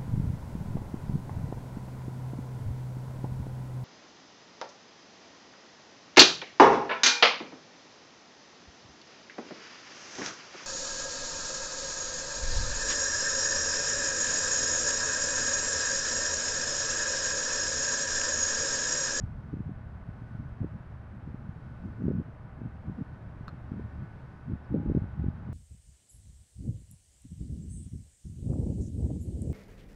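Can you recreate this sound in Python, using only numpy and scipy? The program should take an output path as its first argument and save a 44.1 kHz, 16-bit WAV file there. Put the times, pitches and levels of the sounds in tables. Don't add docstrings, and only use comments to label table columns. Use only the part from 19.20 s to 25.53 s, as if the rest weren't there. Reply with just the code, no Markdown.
import sys
import numpy as np
from scipy import signal
from scipy.fft import rfft, irfft
from scipy.io import wavfile
from scipy.ndimage import uniform_filter1d

SR = 44100
rng = np.random.default_rng(int(sys.argv[2]) if len(sys.argv) > 2 else 0)


def wrap_up_sound(samples):
    columns = np.atleast_2d(samples).T
    tamed = np.clip(columns, -1, 1)
    steps = np.round(tamed * 32767).astype(np.int16)
    wavfile.write(sys.argv[1], SR, steps)


N = 279153
T = np.arange(N) / SR
STRIKE_S = 4.2798
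# t/s, level/dB, base f/Hz
BIG_EDDIES = [(0.039, -20.5, 122), (.333, -25.5, 216), (.34, -21.5, 213), (.371, -27.5, 190),
              (.406, -22.5, 176), (.471, -28.5, 130), (0.494, -28, 222), (.521, -29, 130), (.892, -25, 135),
              (1.022, -30, 168), (1.153, -28, 139), (1.407, -26, 158), (1.417, -21.5, 141),
              (1.446, -20, 235), (2.078, -28, 187), (2.146, -25.5, 173), (2.294, -25.5, 123),
              (2.822, -25.5, 258), (2.841, -26, 160), (2.855, -20, 209), (2.868, -18, 159),
              (2.883, -14.5, 244), (2.8878, -21.5, 324), (2.905, -18.5, 214), (2.913, -19, 295),
              (2.987, -20, 141), (3.0, -19.5, 196), (3.698, -24.5, 202), (3.823, -25.5, 160),
              (4.211, -31, 152), (4.332, -34.5, 160), (4.346, -34.5, 140), (4.52, -21.5, 175),
              (4.597, -26.5, 278), (5.337, -19.5, 144), (5.531, -23, 191), (5.5438, -16.5, 285),
              (5.548, -14.5, 263), (5.562, -22, 300), (5.663, -23.5, 215), (5.7, -16, 258),
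              (5.714, -18.5, 164), (5.72, -20.5, 243), (5.751, -14.5, 243), (5.766, -18.5, 170),
              (5.773, -13, 200), (5.778, -23.5, 342), (5.822, -20.5, 124), (5.842, -27.5, 190),
              (6.022, -21, 109), (6.043, -21, 228), (6.065, -21, 172), (6.086, -17.5, 155)]


def undb(db):
    return 10 ** (np.asarray(db) / 20)


def unit(x):
    return x / np.sqrt(np.mean(x ** 2))


def curve(points):
    return np.interp(T, *np.transpose(points))


def noise(colour):
    hz, db = np.transpose(colour)
    f = np.maximum(np.fft.rfftfreq(N, 1 / SR), 1)
    gain = undb(np.interp(np.log(f), np.log(hz), db))
    return unit(irfft(rfft(rng.standard_normal(N)) * gain, N))


def wander(rate):
    size = max(int(SR / rate), 1)
    steps = np.repeat(rng.standard_normal(N // size + 1), size)
    return unit(uniform_filter1d(uniform_filter1d(steps, size), size)[:N])


def tone(hz, width_hz, waver_db=2):
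    phase = 2 * np.pi * np.cumsum(hz + width_hz / 2 * wander(2 * width_hz)) / SR
    return unit(np.sin(phase) * undb(waver_db * wander(6.5)))


def turbulence(colour, span_s):
    x = noise(colour)
    return x / np.sqrt(uniform_filter1d(x ** 2, int(span_s * SR)) + 1e-3)


def airflow(rise_s=0.008, fall_s=0.0099, breeze_flutter_db=-14.5):
    # t/s, level/dB
    breeze = [(0, -48), (.7, -44.5), (1.6, -45), (2, -45), (2.5, -44), (3.1, -45.5), (3.3, -46), (4, -46.5),
              (4.3, -45), (5.15, -49.5), (5.5, -48.5), (6.33, -38.5)]
    # start t/s, length/s, level/dB, share of flutter/dB
    gusts = [(0.019, 0.042, -35, -17), (0.086, 0.17, -41, -22), (0.323, 0.1, -38.5, -4.5),
             (0.462, 0.058, -35, -13), (1.2, 0.058, -35.5, -17.5), (1.408, 0.056, -32.5, -6.5),
             (1.534, 0.039, -36.5, -10.5), (2.069, 0.044, -35.5, -19), (2.648, 0.043, -36.5, -2.5),
             (2.781, .06, -41.5, -1), (2.841, 0.17, -32.5, 0.5), (3.068, 0.022, -35, -18),
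             (3.388, 0.1, -35, -5.5), (3.646, 0.078, -37, -13.5), (3.788, 0.031, -37, 4),
             (4.518, 0.14, -35, -11.5), (4.735, 0.1, -37.5, -11), (5.277, 0.075, -33.5, -4),
             (5.511, 0.07, -30, 1.5), (5.584, 0.055, -32.5, -8), (5.659, 0.055, -25.5, -9.5),
             (5.761, .028, -28.5, -12), (5.821, 0.029, -35, -9.5), (5.979, 0.11, -33, -14.5),
             (6.278, 0.027, -31, -11.5)]
    power = undb(curve(breeze)) ** 2
    flutter_power = power * undb(breeze_flutter_db) ** 2
    for start, length, db, share_db in gusts:
        outside = np.maximum(start - T, 0) / rise_s + np.maximum(T - start - length, 0) / fall_s
        gust = undb(db) ** 2 * np.exp(-2 * np.minimum(outside, 20))
        power += gust
        flutter_power += gust * undb(share_db) ** 2
    return 10 * np.log10(power), 10 * np.log10(flutter_power / power)


def cover(span_s=0.008):
    return sum(np.exp(-np.minimum(((T - s) / span_s) ** 2, 50)) for s, _, _ in BIG_EDDIES)


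def wind(gust_db, flutter_share_db, covered, dip_db=4, puff_db=2.5, patchy_db=3):
    # f/Hz, relative level/dB
    rumble_colour = [(12, -42), (25, -22.5), (40, -11), (62, -5.5), (85, 2), (130, -20.5), (1000, -110)]
    swirl_colour = [(15, -51), (40, -26), (65, -7), (100, 0), (160, -0.5), (220, -8), (320, -28.5),
                    (600, -69.5), (2000, -110)]
    flutter_colour = [(100, -27.5), (170, 2.5), (230, 0.5), (300, -5.5), (400, -19), (550, -22.5),
                      (800, -48), (2500, -110)]
    # t/s, relative level/dB
    depth = [(0, 1), (.3, -1), (1.2, -9), (2.3, -20), (2.8, -19.5), (3.6, -14), (4.3, -25), (5.1, -26),
             (5.35, -11.5), (5.55, -12.5), (5.7, -0.5), (6.1, -1), (6.33, -7.5)]
    rumble = turbulence(rumble_colour, 0.053) * undb(gust_db + curve(depth) - 2)
    swirl_db = gust_db - 5 - dip_db * covered + puff_db * wander(40)
    swirl = turbulence(swirl_colour, 0.051) * undb(swirl_db)
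    flutter = turbulence(flutter_colour, 0.05)
    flutter *= undb(swirl_db + flutter_share_db + patchy_db * wander(60))
    return rumble + swirl + flutter


def small_eddies(gust_db, covered, per_s=24, octaves_per_db=0.14, dip_db=16, count=400):
    time_jitter, level_jitter, pitch_jitter = rng.standard_normal((count, 3)).T
    times = (np.arange(count) + 0.3 * time_jitter) / per_s
    wind_db = np.interp(times, T, gust_db)
    db = wind_db + 2 + 2.5 * level_jitter - dip_db * np.interp(times, T, covered)
    hz = 160 * 2 ** (octaves_per_db * (wind_db + 35) + 0.34 * pitch_jitter)
    return np.column_stack([times, db, hz])[(times > 0) & (times < T[-1])]


def eddy_thumps(rows, roundness=4.28, quickness=1.05, lean=1.07, reach_s=0.03, max_count=500):
    out = np.zeros(N)
    for (s, db, hz), off_centre in zip(rows, rng.uniform(-1.14, 1, max_count)):
        near = slice(max(int((s - reach_s) * SR), 0), int((s + reach_s) * SR))
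        turn = 2 * np.pi * hz * quickness * (T[near] - s)
        fade = np.cos(np.pi / 2 * (T[near] - s) / reach_s) ** 2
        swing = np.exp(1j * lean * off_centre) / (1 - 1j * turn / roundness) ** roundness
        out[near] += undb(db) * fade * swing.real
    return out


def traffic(boost_db=9):
    # f/Hz, relative level/dB
    colour = [(20, -16), (60, 5), (120, 5.5), (250, -4.5), (450, -10), (800, -10), (1500, -14),
              (2100, -22.5), (3000, -32), (4200, -40.5), (5400, -47.5), (6800, -50), (10500, -53.5),
              (12500, -59.5), (13500, -66.5)]
    # t/s, level before the boost/dB
    swell = [(0, -60), (1.4, -59), (2.2, -59.5), (2.8, -59), (3.4, -59.5), (4.4, -58.5), (4.8, -58),
             (5.2, -59.5), (5.7, -58), (6.33, -59)]
    return noise(colour) * undb(curve(swell) + boost_db)


def high_hiss(flicker_db=0.8):
    # f/Hz, relative level/dB
    colour = [(1500, -24.5), (3000, 0), (4200, 1), (5400, 0), (6800, -7.5), (10500, -12.5), (12500, -17.5),
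              (13500, -24)]
    # t/s, level/dB
    swell = [(0, -82.5), (.6, -87.5), (1.1, -83), (1.6, -85.5), (2.3, -85.5), (2.55, -82.5), (2.9, -82.5),
             (3.25, -88), (3.65, -84), (3.9, -82.5), (4.2, -83.5), (4.8, -82.5), (5.2, -81), (5.35, -85),
             (6.33, -86)]
    return noise(colour) * undb(curve(swell) + flicker_db * wander(6.9))


def machine():
    # f/Hz, width of the waver/Hz, level/dB
    hum_tones = [(72.5, 2, -52), (114.6, 12, -51.5), (625.4, 22, -71)]
    # f/Hz, width of the waver/Hz, relative level/dB
    whine_tones = [(1490, 14, -0.36), (1698, 27, -13.5), (1813, 28, -13), (2143, 22, -17), (2591, 14, -18),
                   (3140, 10, -26.5), (3850, 34, -26), (4663, 9, -31)]
    # t/s, relative level/dB
    swell = [(0, -69), (.65, -67.5), (.85, -67), (1.15, -65), (1.5, -66.5), (1.75, -74), (2.15, -76),
             (2.42, -64), (2.6, -67), (2.9, -68.5), (3.15, -74), (3.3, -69), (3.7, -69.5), (3.92, -65),
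             (4.15, -70), (4.48, -69), (4.62, -63.5), (4.86, -62.5), (5.05, -68), (5.25, -66), (5.65, -66),
             (5.78, -64), (6.33, -67.5)]
    hum = sum(undb(db) * tone(hz, width) for hz, width, db in hum_tones)
    whine = sum(undb(db) * tone(hz, width) for hz, width, db in whine_tones)
    return hum + whine * undb(curve(swell) - 1)


def birds(width_hz=190):
    # middle t/s, length/s, f/Hz, level/dB, fall in pitch/Hz
    chirps = [(2.86, .055, 5780, -91, 201), (4.7, .05, 5750, -89.5, 250), (5.445, 0.04, 5760, -88, 400),
              (5.448, .016, 5250, -85, 200), (5.464, .018, 4650, -82, 200), (5.538, 0.021, 4800, -85, 200)]
    out = np.zeros(N)
    for middle, length, hz, db, fall_hz in chirps:
        place = np.clip(2 * (T - middle) / length, -5, 5)
        out += undb(db) * np.exp(-place ** 2) * tone(hz - fall_hz * place / 2, width_hz)
    return out


def far_tones(width_hz=28):
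    # middle t/s, length/s, f/Hz, level/dB, fall in pitch/Hz
    notes = [(3.547, .71, 778, -68.5, 0), (5.78, 0.96, 836, -64.5, 30)]
    out = np.zeros(N)
    for middle, length, hz, db, fall_hz in notes:
        place = 2 * (T - middle) / length
        out += undb(db) * np.exp(-place ** 4) * tone(hz - fall_hz * place / 2, width_hz)
    return out


def die_away(t, t60_s):
    return np.exp(-np.log(1000) * t / t60_s)


def mallet(gain_db=-31.7, build_s=0.002, crack_s=0.00078):
    # f/Hz, relative level/dB, time to fall by 60 dB (t60)/s
    modes = [(1060, -13.5, .012), (1190, -7.5, .012), (1320, 1, .016), (1480, -6, .012), (2550, -17, .011),
             (2950, -22.5, .009), (3780, -16, .014), (4195, -18.5, .044), (4330, -24, .025),
             (5210, -29, .014), (6240, -32.5, .012), (7500, -30.5, .011)]
    # delay/s, gain of the ring/dB, gain of the crack/dB
    reflections = [(.0016, -30, -1), (.0062, -15, -1), (.01, -9.5, -20)]
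    t = np.arange(SR // 2) / SR
    rise = np.sin(np.pi / 2 * np.minimum(t / build_s, 1))
    ring = np.zeros(len(t))
    for hz, db, t60_s in modes:
        shape = rise ** (4000 / hz) * die_away(np.maximum(t - build_s, 0), t60_s)
        ring += undb(db) / 2 * shape * np.cos(2 * np.pi * hz * (t - build_s))
    crack_colour = [(800, -35), (2500, -3), (4000, 19), (5500, 0), (7400, 0), (9500, -16), (12500, -5)]
    crack = noise(crack_colour)[:len(t)] * np.exp(-t / crack_s) * undb(-18.5)
    hit = np.interp(T - STRIKE_S, t, ring + crack, left=0, right=0)
    for delay, ring_db, crack_db in reflections:
        echo = undb(ring_db) * ring + undb(crack_db) * crack
        hit += np.interp(T - STRIKE_S - delay, t, echo, left=0, right=0)
    since = np.maximum(T - STRIKE_S, 0)
    tail = noise([(600, -42), (1000, -11), (1330, 7), (1600, -6), (2100, -19), (4200, -29), (9000, -59)])
    tail *= np.minimum(since / 0.0048, 1) * die_away(since, t60_s=0.1)
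    return undb(gain_db) * (hit + undb(-23) * tail)


def thud(hz=150, level_db=-31, t60_s=0.051):
    since = np.maximum(T - STRIKE_S, 0)
    return undb(level_db) * np.sin(2 * np.pi * hz * since) * die_away(since, t60_s)


def scene():
    gust_db, flutter_share_db = airflow()
    covered = cover()
    gusts = wind(gust_db, flutter_share_db, covered)
    thumps = eddy_thumps([*BIG_EDDIES, *small_eddies(gust_db, covered)])
    background = traffic() + high_hiss() + machine() + far_tones() + birds()
    return (gusts + thumps + background + mallet() + thud())[None]


def record(dry, fade_s=0.00089, top_hz=13400):
    from_edge_s = np.minimum(T, T[-1] - T)
    fade = np.sin(np.pi / 2 * np.minimum(from_edge_s / fade_s, 1)) ** 2
    treble_cut = signal.ellip(8, 0.2, 70, top_hz, fs=SR, output="sos")
    return signal.sosfilt(treble_cut, dry * fade)


dry = scene()
out = record(dry)
wrap_up_sound(out)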